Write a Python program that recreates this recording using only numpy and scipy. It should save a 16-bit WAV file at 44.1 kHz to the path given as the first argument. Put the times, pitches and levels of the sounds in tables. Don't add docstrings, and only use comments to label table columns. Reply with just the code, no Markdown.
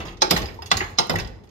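import sys
import numpy as np
from scipy import signal
from scipy.fft import rfft, irfft
from scipy.io import wavfile
from scipy.ndimage import uniform_filter1d

SR = 44100
rng = np.random.default_rng(int(sys.argv[2]) if len(sys.argv) > 2 else 0)


def boost(x):
    u = np.asarray(x, float) / 20
    return 10 ** u


def dump(signal):
    limited = np.clip(np.atleast_2d(signal).T, -1, 1)
    pcm = np.round(limited * 32767).astype(np.int16)
    wavfile.write(sys.argv[1], SR, pcm)


N = 66150
RING_LEN = 16384
RISE_S, BEAT_HZ = 0.00047, 29.4


# start in seconds, level in dB, chatter length in ms,
# skid before contact in dB, extra dense ringing in dB.
FRONT_KNOCKS = [
    (0.2187, -0.5, 3.9, -16.5, 1),
    (0.9853, 0.5, 11.9, -19, -4),
]
FRONT_HZ = [355, 530, 754, 890, 1130, 1593, 2146, 3440, 3890, 4065, 4570, 4990, 5272, 6306]
# level in dB, t60 in seconds.
FRONT_RING = [(-20, 0.38), (-16, 0.13), (-17, 0.26), (-3, 0.18), (-7.5, 0.05), (-13.5, 0.017), (-10, 0.062),
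              (-7, 0.056), (-7.5, 0.095), (-0.5, 0.069), (-22, 0.0073), (-9.5, 0.021), (0.5, 0.051),
              (-2, 0.056)]
# frequency in Hz, level in dB.
FRONT_DENSE = [(120, -10.5), (300, -6), (850, -7.5), (2900, -17), (5300, -6.5), (7600, -29.5), (12700, -37),
               (16000, -51.5)]


def front_knocks():
    return knocks(FRONT_KNOCKS, FRONT_HZ, FRONT_RING, FRONT_DENSE, clear_db=0.5, dense_db=-1.5)


# start in seconds, level in dB, chatter length in ms,
# skid before contact in dB, extra dense ringing in dB.
BACK_KNOCKS = [
    (0.7144, 0.39, 0.5, -15.5, 0),
]
BACK_HZ = [759, 1130, 2008, 2713, 2890, 3440, 3774, 4188, 4969, 5280, 6422, 7364]
# level in dB, t60 in seconds.
BACK_RING = [(-12.5, 0.18), (0.5, 0.054), (-4.5, 0.046), (-6.5, 0.034), (-9, 0.048), (0, 0.029),
             (-10.5, 0.064), (-3.5, 0.051), (-18.5, 0.076), (-11.5, 0.049), (-13.5, 0.033), (-7.5, 0.031)]
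# frequency in Hz, level in dB.
BACK_DENSE = [(100, -9), (200, -10), (1100, -4), (3500, -12.5), (6000, -15.5), (8200, -37.5),
              (13200, -31.5), (16000, -46.5)]


def back_knocks():
    return knocks(BACK_KNOCKS, BACK_HZ, BACK_RING, BACK_DENSE, clear_db=1, dense_db=-4)


# start in seconds, level in dB, chatter length in ms,
# skid before contact in dB, extra dense ringing in dB.
REBOUNDS = [
    (0.3082, -1.3, 1.9, -15, -1.5),
]
LATE_REBOUNDS = [
    (1.0951, -11, 9, -32, 0.013),
]
REBOUND_HZ = [400, 1992, 2690, 3440, 3700, 4990, 5240, 7230, 12300]
# level in dB, t60 in seconds.
REBOUND_RING = [(-15.5, 0.26), (-11.5, 0.063), (-13, 0.058), (-12.5, 0.064), (-6.5, .04), (2.5, 0.02),
                (-7.5, 0.053), (-1, 0.027), (-5, .03)]
# frequency in Hz, level in dB.
REBOUND_DENSE = [(170, -8.5), (450, -3.5), (2000, -15), (5100, -13), (8900, -32), (12700, -24),
                 (15000, -30.5), (16000, -46.5)]
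LATE_DENSE = [(170, -7), (450, -0.5), (2000, -11.5), (5100, -15), (8900, -41), (12700, -28.5), (15000, -33),
              (16000, -59)]


def rebounds():
    early = knocks(REBOUNDS, REBOUND_HZ, REBOUND_RING, REBOUND_DENSE, clear_db=1, dense_db=1.5)
    late = knocks(LATE_REBOUNDS, REBOUND_HZ[:-1], REBOUND_RING[:-1], LATE_DENSE, clear_db=1, dense_db=1.5)
    return early + late


def knocks(events, pitches, ring, colour, clear_db, dense_db):
    out = np.zeros((2, N))
    hz, (db, t60) = np.array(pitches, float), np.array(ring, float).T
    t60 = np.clip(t60, 0.02, np.minimum(780 / hz, 0.3))
    colour_db = curve(colour, np.fft.rfftfreq(RING_LEN, 1 / SR))
    for s, level_db, ms, skid_db, extra_db in events:
        clear = modes_ring(hz, db, t60)
        clear = unit(ports(clear, 0.33 * np.roll(clear, 40)))
        dense = struck(frame(colour_db), ms)
        add(out, s, boost(level_db) * (boost(clear_db) * clear + boost(dense_db + extra_db) * dense))
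        skid(out, s, level_db + skid_db)
    return out


def skid(track, contact_s, level_db):
    skid_s, rise_s, hz = 0.014, 0.015, 4000
    t = np.arange(int(skid_s * SR)) / SR
    scrape = rng.standard_normal((2, len(t))) * np.exp((t - skid_s) / rise_s) * t / skid_s
    scrape = np.pad(scrape, ((0, 0), (0, 400)))
    band = signal.butter(3, [hz * 0.79, hz * 1.37], "band", fs=SR)
    scrape = signal.lfilter(*band, scrape)
    add(track, contact_s - skid_s, boost(level_db) * unit(ports(*scrape)))


def modes_ring(hz, db, t60):
    t = np.arange(RING_LEN) / SR
    twin = hz + BEAT_HZ * rng.standard_normal(len(hz))
    tone = np.sin(2 * np.pi * hz[:, None] * t) + 0.48 * np.sin(2 * np.pi * twin[:, None] * t)
    decay = boost(-60 * t / t60[:, None])
    return np.sum(boost(db)[:, None] * tone * decay, axis=0) * (1 - np.exp(-t / RISE_S))


# frequency in Hz, t60 in seconds.
FRAME_T60 = [(150, 0.22), (800, 0.11), (2500, 0.076), (6000, 0.023), (14000, 0.081)]


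def frame(colour_db):
    linger_db, linger_times = -9.5, 4.85
    t, f = np.arange(RING_LEN) / SR, np.fft.rfftfreq(RING_LEN, 1 / SR)
    noise = rfft(rng.standard_normal((2, RING_LEN))) * boost(colour_db)
    out = 0
    for hz in 100 * 2 ** np.arange(0, 7.6, 0.5):
        t60 = curve(FRAME_T60, hz)
        band = np.clip(1 - 2 * np.abs(np.log2(np.maximum(f, 1) / hz)), 0, 1)
        decay = boost(-60 * t / t60) + boost(linger_db - 60 * t / t60 / linger_times)
        out = out + irfft(noise * band) * decay / np.sqrt(t60)
    return out * (1 - np.exp(-t / RISE_S))


def chatter(ms):
    t = np.arange(4096) / SR
    x = rng.standard_normal(4096) ** 3 * np.exp(-t * 2000 / ms)
    x *= 0.41 / np.sqrt(np.sum(x ** 2))
    x[0] = min(2.55 / ms, 1)
    return x


def struck(response, ms):
    rung = signal.fftconvolve(response, chatter(ms)[None], axes=1)[:, :RING_LEN]
    return unit(ports(*rung))


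# start in seconds, level in dB, contact pitch in Hz, chatter length in ms,
# spread in octaves.
RATTLES = [(.001, -21, 1480, 31, 1.9), (0.051, -25.5, 2500, 104, 1.6), (.082, -26.5, 3130, 2.8, 0.48),
           (.170, -36, 4460, 5, .8), (.363, -11.5, 2480, 13, 1.5), (.372, -16.5, 9000, 3.6, 1.1),
           (.417, -18, 3070, 11, 1), (0.455, -26, 4540, 16, 0.98), (0.485, -26, 2000, 4.9, 0.6),
           (.540, -44, 11000, 8.4, 0.78), (.620, -26, 1490, 5.16, 2.7), (0.658, -27.5, 6300, 18, 1),
           (0.769, -11.5, 7500, 4.8, 1.2), (0.807, -14, 1700, 14, 0.79), (.838, -25, 1773, 23, 1.6),
           (1.139, -17, 753, 2, 0.58), (1.157, -15.5, 2750, 5.7, 1.45), (1.185, -17.5, 3000, 16, 1.7),
           (1.196, -22, 4800, 8.6, 0.82), (1.435, -46, 3500, 15, 1.55), (1.472, -45, 3000, 8.3, 1.13),
           (1.490, -45.5, 6000, 8, 1.2), (0.772, -20, 2200, 3.3, 0.5), (0.624, -31.5, 1000, 8, 0.67),
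           (1.246, -31, 4000, 5.3, 0.6), (1.273, -30.5, 4620, 5.3, 0.65)]
# frequency in Hz, level in dB.
RATTLE_COLOUR = [(150, -26), (800, 5.5), (1950, -5.5), (3000, -7), (4950, -8.5), (9000, -24.5),
                 (12500, -16.5), (16000, -23)]
# pitch in Hz, width in Hz, lift in dB.
RATTLE_PLATES = [(830, 150, 2), (1954, 320, 7.5), (2727, 200, 6), (3460, 250, 4.5), (4880, 270, 1),
                 (6600, 710, 10)]


def rattles():
    out, f = np.zeros((2, N)), np.fft.rfftfreq(RING_LEN, 1 / SR)
    plates_db = sum(db / (1 + (2 * (f - hz) / width) ** 2) for hz, width, db in RATTLE_PLATES)
    for s, level_db, hz, ms, octaves in RATTLES:
        distance = np.log2(np.maximum(f, 1) / hz) / octaves
        near_db = np.maximum(-4.3 * distance ** 2, -32)
        touch = struck(frame(curve(RATTLE_COLOUR, f) + near_db + plates_db), ms)
        add(out, s, boost(level_db - 1) * touch)
    return out


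# start in seconds, level in dB, pitch in Hz, t60 in seconds.
PINGS = [(0.362, -16.5, 4150, 0.025), (0.364, -14.5, 1884, 0.033), (.456, -26, 4910, 0.038),
         (0.589, -27, 920, 0.071), (.622, -29, 4990, 0.064), (.660, -42, 3600, .03),
         (0.66, -43, 4700, 0.025), (.805, -12, 1970, 0.03), (1.156, -15, 1901, 0.04),
         (1.204, -27.5, 4970, .03), (.2215, -13, 840, 0.14), (.226, -18, 1130, 0.1),
         (.224, -23.5, 546, .09), (.716, -19, 794, 0.17), (1.186, -27, 2587, 0.067),
         (1.157, -28, 4000, .03), (.221, -36, 1270, 0.074), (.223, -15, 1566, .09),
         (.228, -25.5, 371.3, 0.25), (.278, -26, 338, 0.063), (.988, -12, 830, 0.057),
         (1.097, -19, 2027, 0.075), (.44, -31.5, 830, .15), (.42, -33.5, 274, 0.083),
         (.309, -21.5, 5073, 0.27), (.372, -17.5, 817, 0.067), (.478, -36, 4980, 0.076),
         (.771, -27, 4800, 0.15), (.772, -29.5, 6670, 0.29), (.813, -23, 367.5, 0.066),
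         (1.097, -26.5, 5280, 0.072), (1.139, -20.5, 818, 0.051), (1.153, -33, 5140, 0.026),
         (1.196, -27, 5000, 0.041), (1.246, -35, 4970, 0.04), (1.273, -53, 5000, 0.096),
         (1.436, -65.5, 5080, 0.075)]


def pings():
    out, t = np.zeros((2, N)), np.arange(RING_LEN) / SR
    for s, level_db, hz, t60 in PINGS:
        ping = modes_ring(np.array([1. * hz]), np.zeros(1), np.array([t60]))
        ping = ping * (1 - np.exp(-t / 0.0013))
        add(out, s, boost(level_db) * unit(ports(ping, 0 * ping)))
    return out


# start in seconds, level in dB, pitch in Hz, length in ms.
TICKS = [(0.31, -12, 12000, 2.2), (.7705, -20.5, 7700, 5.9), (1.07, -29, 10000, 1),
         (1.134, -35, 12000, 4.6), (1.157, -26.5, 19000, 3.7), (1.185, -28, 17000, 3),
         (.367, -24, 13000, 4), (.90, -47, 12000, 30), (1.44, -56.5, 11500, 25), (1, -37.5, 6900, 5),
         (1.273, -39, 6900, 4), (1.1, -51, 5000, 2.8)]


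def ticks():
    out, t = np.zeros((2, N)), np.arange(2048) / SR
    for s, level_db, hz, ms in TICKS:
        burst = rng.standard_normal((2, 2048)) * np.exp(-t * 1000 / ms)
        band = signal.butter(1, [hz * 0.57, min(hz * 1.3, 16000)], "band", fs=SR)
        burst = signal.lfilter(*band, burst)
        add(out, s, boost(level_db) * unit(ports(*burst)))
    return out


# start in seconds, level in dB, pitch in Hz, t60 in seconds.
THUDS = [(0.31, -15.5, 177, 0.12), (0.337, -6, 163, 0.042), (0.392, -18, 74, 0.058),
         (0.418, -26, 68, 0.041), (.432, -22, 67, 0.18), (.93, -30.5, 100, 0.087), (0.717, -23, 174, 0.11),
         (0.813, -29, 98, 0.034), (1.11, -20.5, 164, 0.12), (1.14, -22, 166.5, 0.21),
         (1.169, -24, 100, 0.16), (1.224, -23, 84, 0.059)]


def thuds():
    out, t = np.zeros(N), np.arange(RING_LEN) / SR
    for s, level_db, hz, t60 in THUDS:
        blow = np.sin(2 * np.pi * hz * t) * (1 - np.exp(-t / 0.0058))
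        add(out, s, boost(level_db - 60 * t / t60) * blow)
    return out


# time in seconds, level in dB.
SWAY = [(0.0, -33), (0.06, -35), (0.228, -45), (0.43, -25.5), (0.466, -39.5), (0.706, -41), (0.768, -29),
        (1.047, -51.5), (1.158, -25.5), (1.5, -52.5)]
# pitch in Hz, level in dB, t60 in seconds.
SWAY_MODES = [(32.7, -22, 0.051), (51.7, -3, 0.32), (63, -11.5, 0.15), (82.7, -3.5, 0.2), (98, -11, 0.22),
              (177, -10.5, 0.064), (344.3, -8, 0.03), (393, -28, 0.15)]


def sway():
    s, level_db = np.array(SWAY).T
    f = np.fft.rfftfreq(N, 1 / SR)
    shape = sum(boost(db) / np.sqrt(t60) / (1j * (f - hz) + 1.74 / t60) for hz, db, t60 in SWAY_MODES)
    shape = shape * f / (f + 30) / (1 + (f / 600) ** 2)
    mid, side = irfft(rfft(rng.standard_normal((2, N))) * shape, N)
    both = mid + boost(-13) * side * np.array([[1], [-1]])
    slow = np.sqrt(uniform_filter1d(np.mean(both ** 2, axis=0), size=4000))
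    return both / slow * boost(np.interp(np.arange(N) / SR, s, level_db))


def room(metal):
    t60_s, dull_hz = 0.55, 9000
    t = np.arange(SR // 2) / SR
    tail = rng.standard_normal((2, len(t))) * boost(-60 * t / t60_s) * (1 - np.exp(-t / 0.0027))
    tail = signal.lfilter(*signal.butter(1, dull_hz, fs=SR), tail)
    tail = tail / np.sqrt(np.sum(tail ** 2) / 2)
    return boost(-18) * signal.fftconvolve(metal, tail, axes=1)[:, :N]


# frequency in Hz, level in dB.
SHOP = [(150, -35), (250, -5), (421, -1), (674, -19), (875, -5), (971, -15), (16000, -52)]


def shop():
    f = np.fft.rfftfreq(N, 1 / SR)
    shape = boost(curve(SHOP, f)) * (f > 250)
    x = irfft(rfft(rng.standard_normal((2, N))) * shape, N)
    return x * boost(-55) / x.std()


# frequency in Hz, left over right in dB.
PORT_BALANCE = [(150, -1.5), (600, 0.6), (1400, -3.5), (2800, -4), (5300, -9.5), (8500, 5), (14000, -3.5)]


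def ports(x, other):
    right_lag_s, unlike = 0.000347, 0.94
    f = np.fft.rfftfreq(len(x), 1 / SR)
    pan = boost(curve(PORT_BALANCE, f) / 2)
    shared = rfft(x)
    unshared = rfft(other) * unlike * np.clip(f / 88.0, 0, 1)
    left = (shared + unshared) * pan
    right = (shared - unshared) / pan * np.exp(-2j * np.pi * f * right_lag_s)
    return irfft(np.array([left, right]), len(x))


def curve(table, hz):
    f, v = np.array(table, float).T
    return np.interp(np.log(np.maximum(hz, 1)), np.log(f), v)


def unit(x):
    return x / np.abs(x).max()


def add(track, s, x):
    i = max(int(s * SR), 0)
    fade = np.minimum(np.arange(x.shape[-1])[::-1] / 200, 1)
    track[..., i:i + x.shape[-1]] += (x * fade)[..., :N - i]


def scene():
    metal = front_knocks() + back_knocks() + rebounds() + rattles() + pings() + ticks()
    return metal + room(metal) + thuds() + sway() + shop()


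def low_pass(x):
    return signal.sosfilt(signal.butter(12, 16660, fs=SR, output="sos"), x)


def record(dry):
    low_hz, top_hz = 33.9, 15600
    x = signal.sosfilt(signal.butter(2, low_hz, "high", fs=SR, output="sos"), dry)
    x = np.tanh(x * 0.8) / 0.85
    x = signal.sosfilt(signal.butter(10, top_hz, fs=SR, output="sos"), x)
    return low_pass(x)


dry = scene()
out = record(dry)
dump(out)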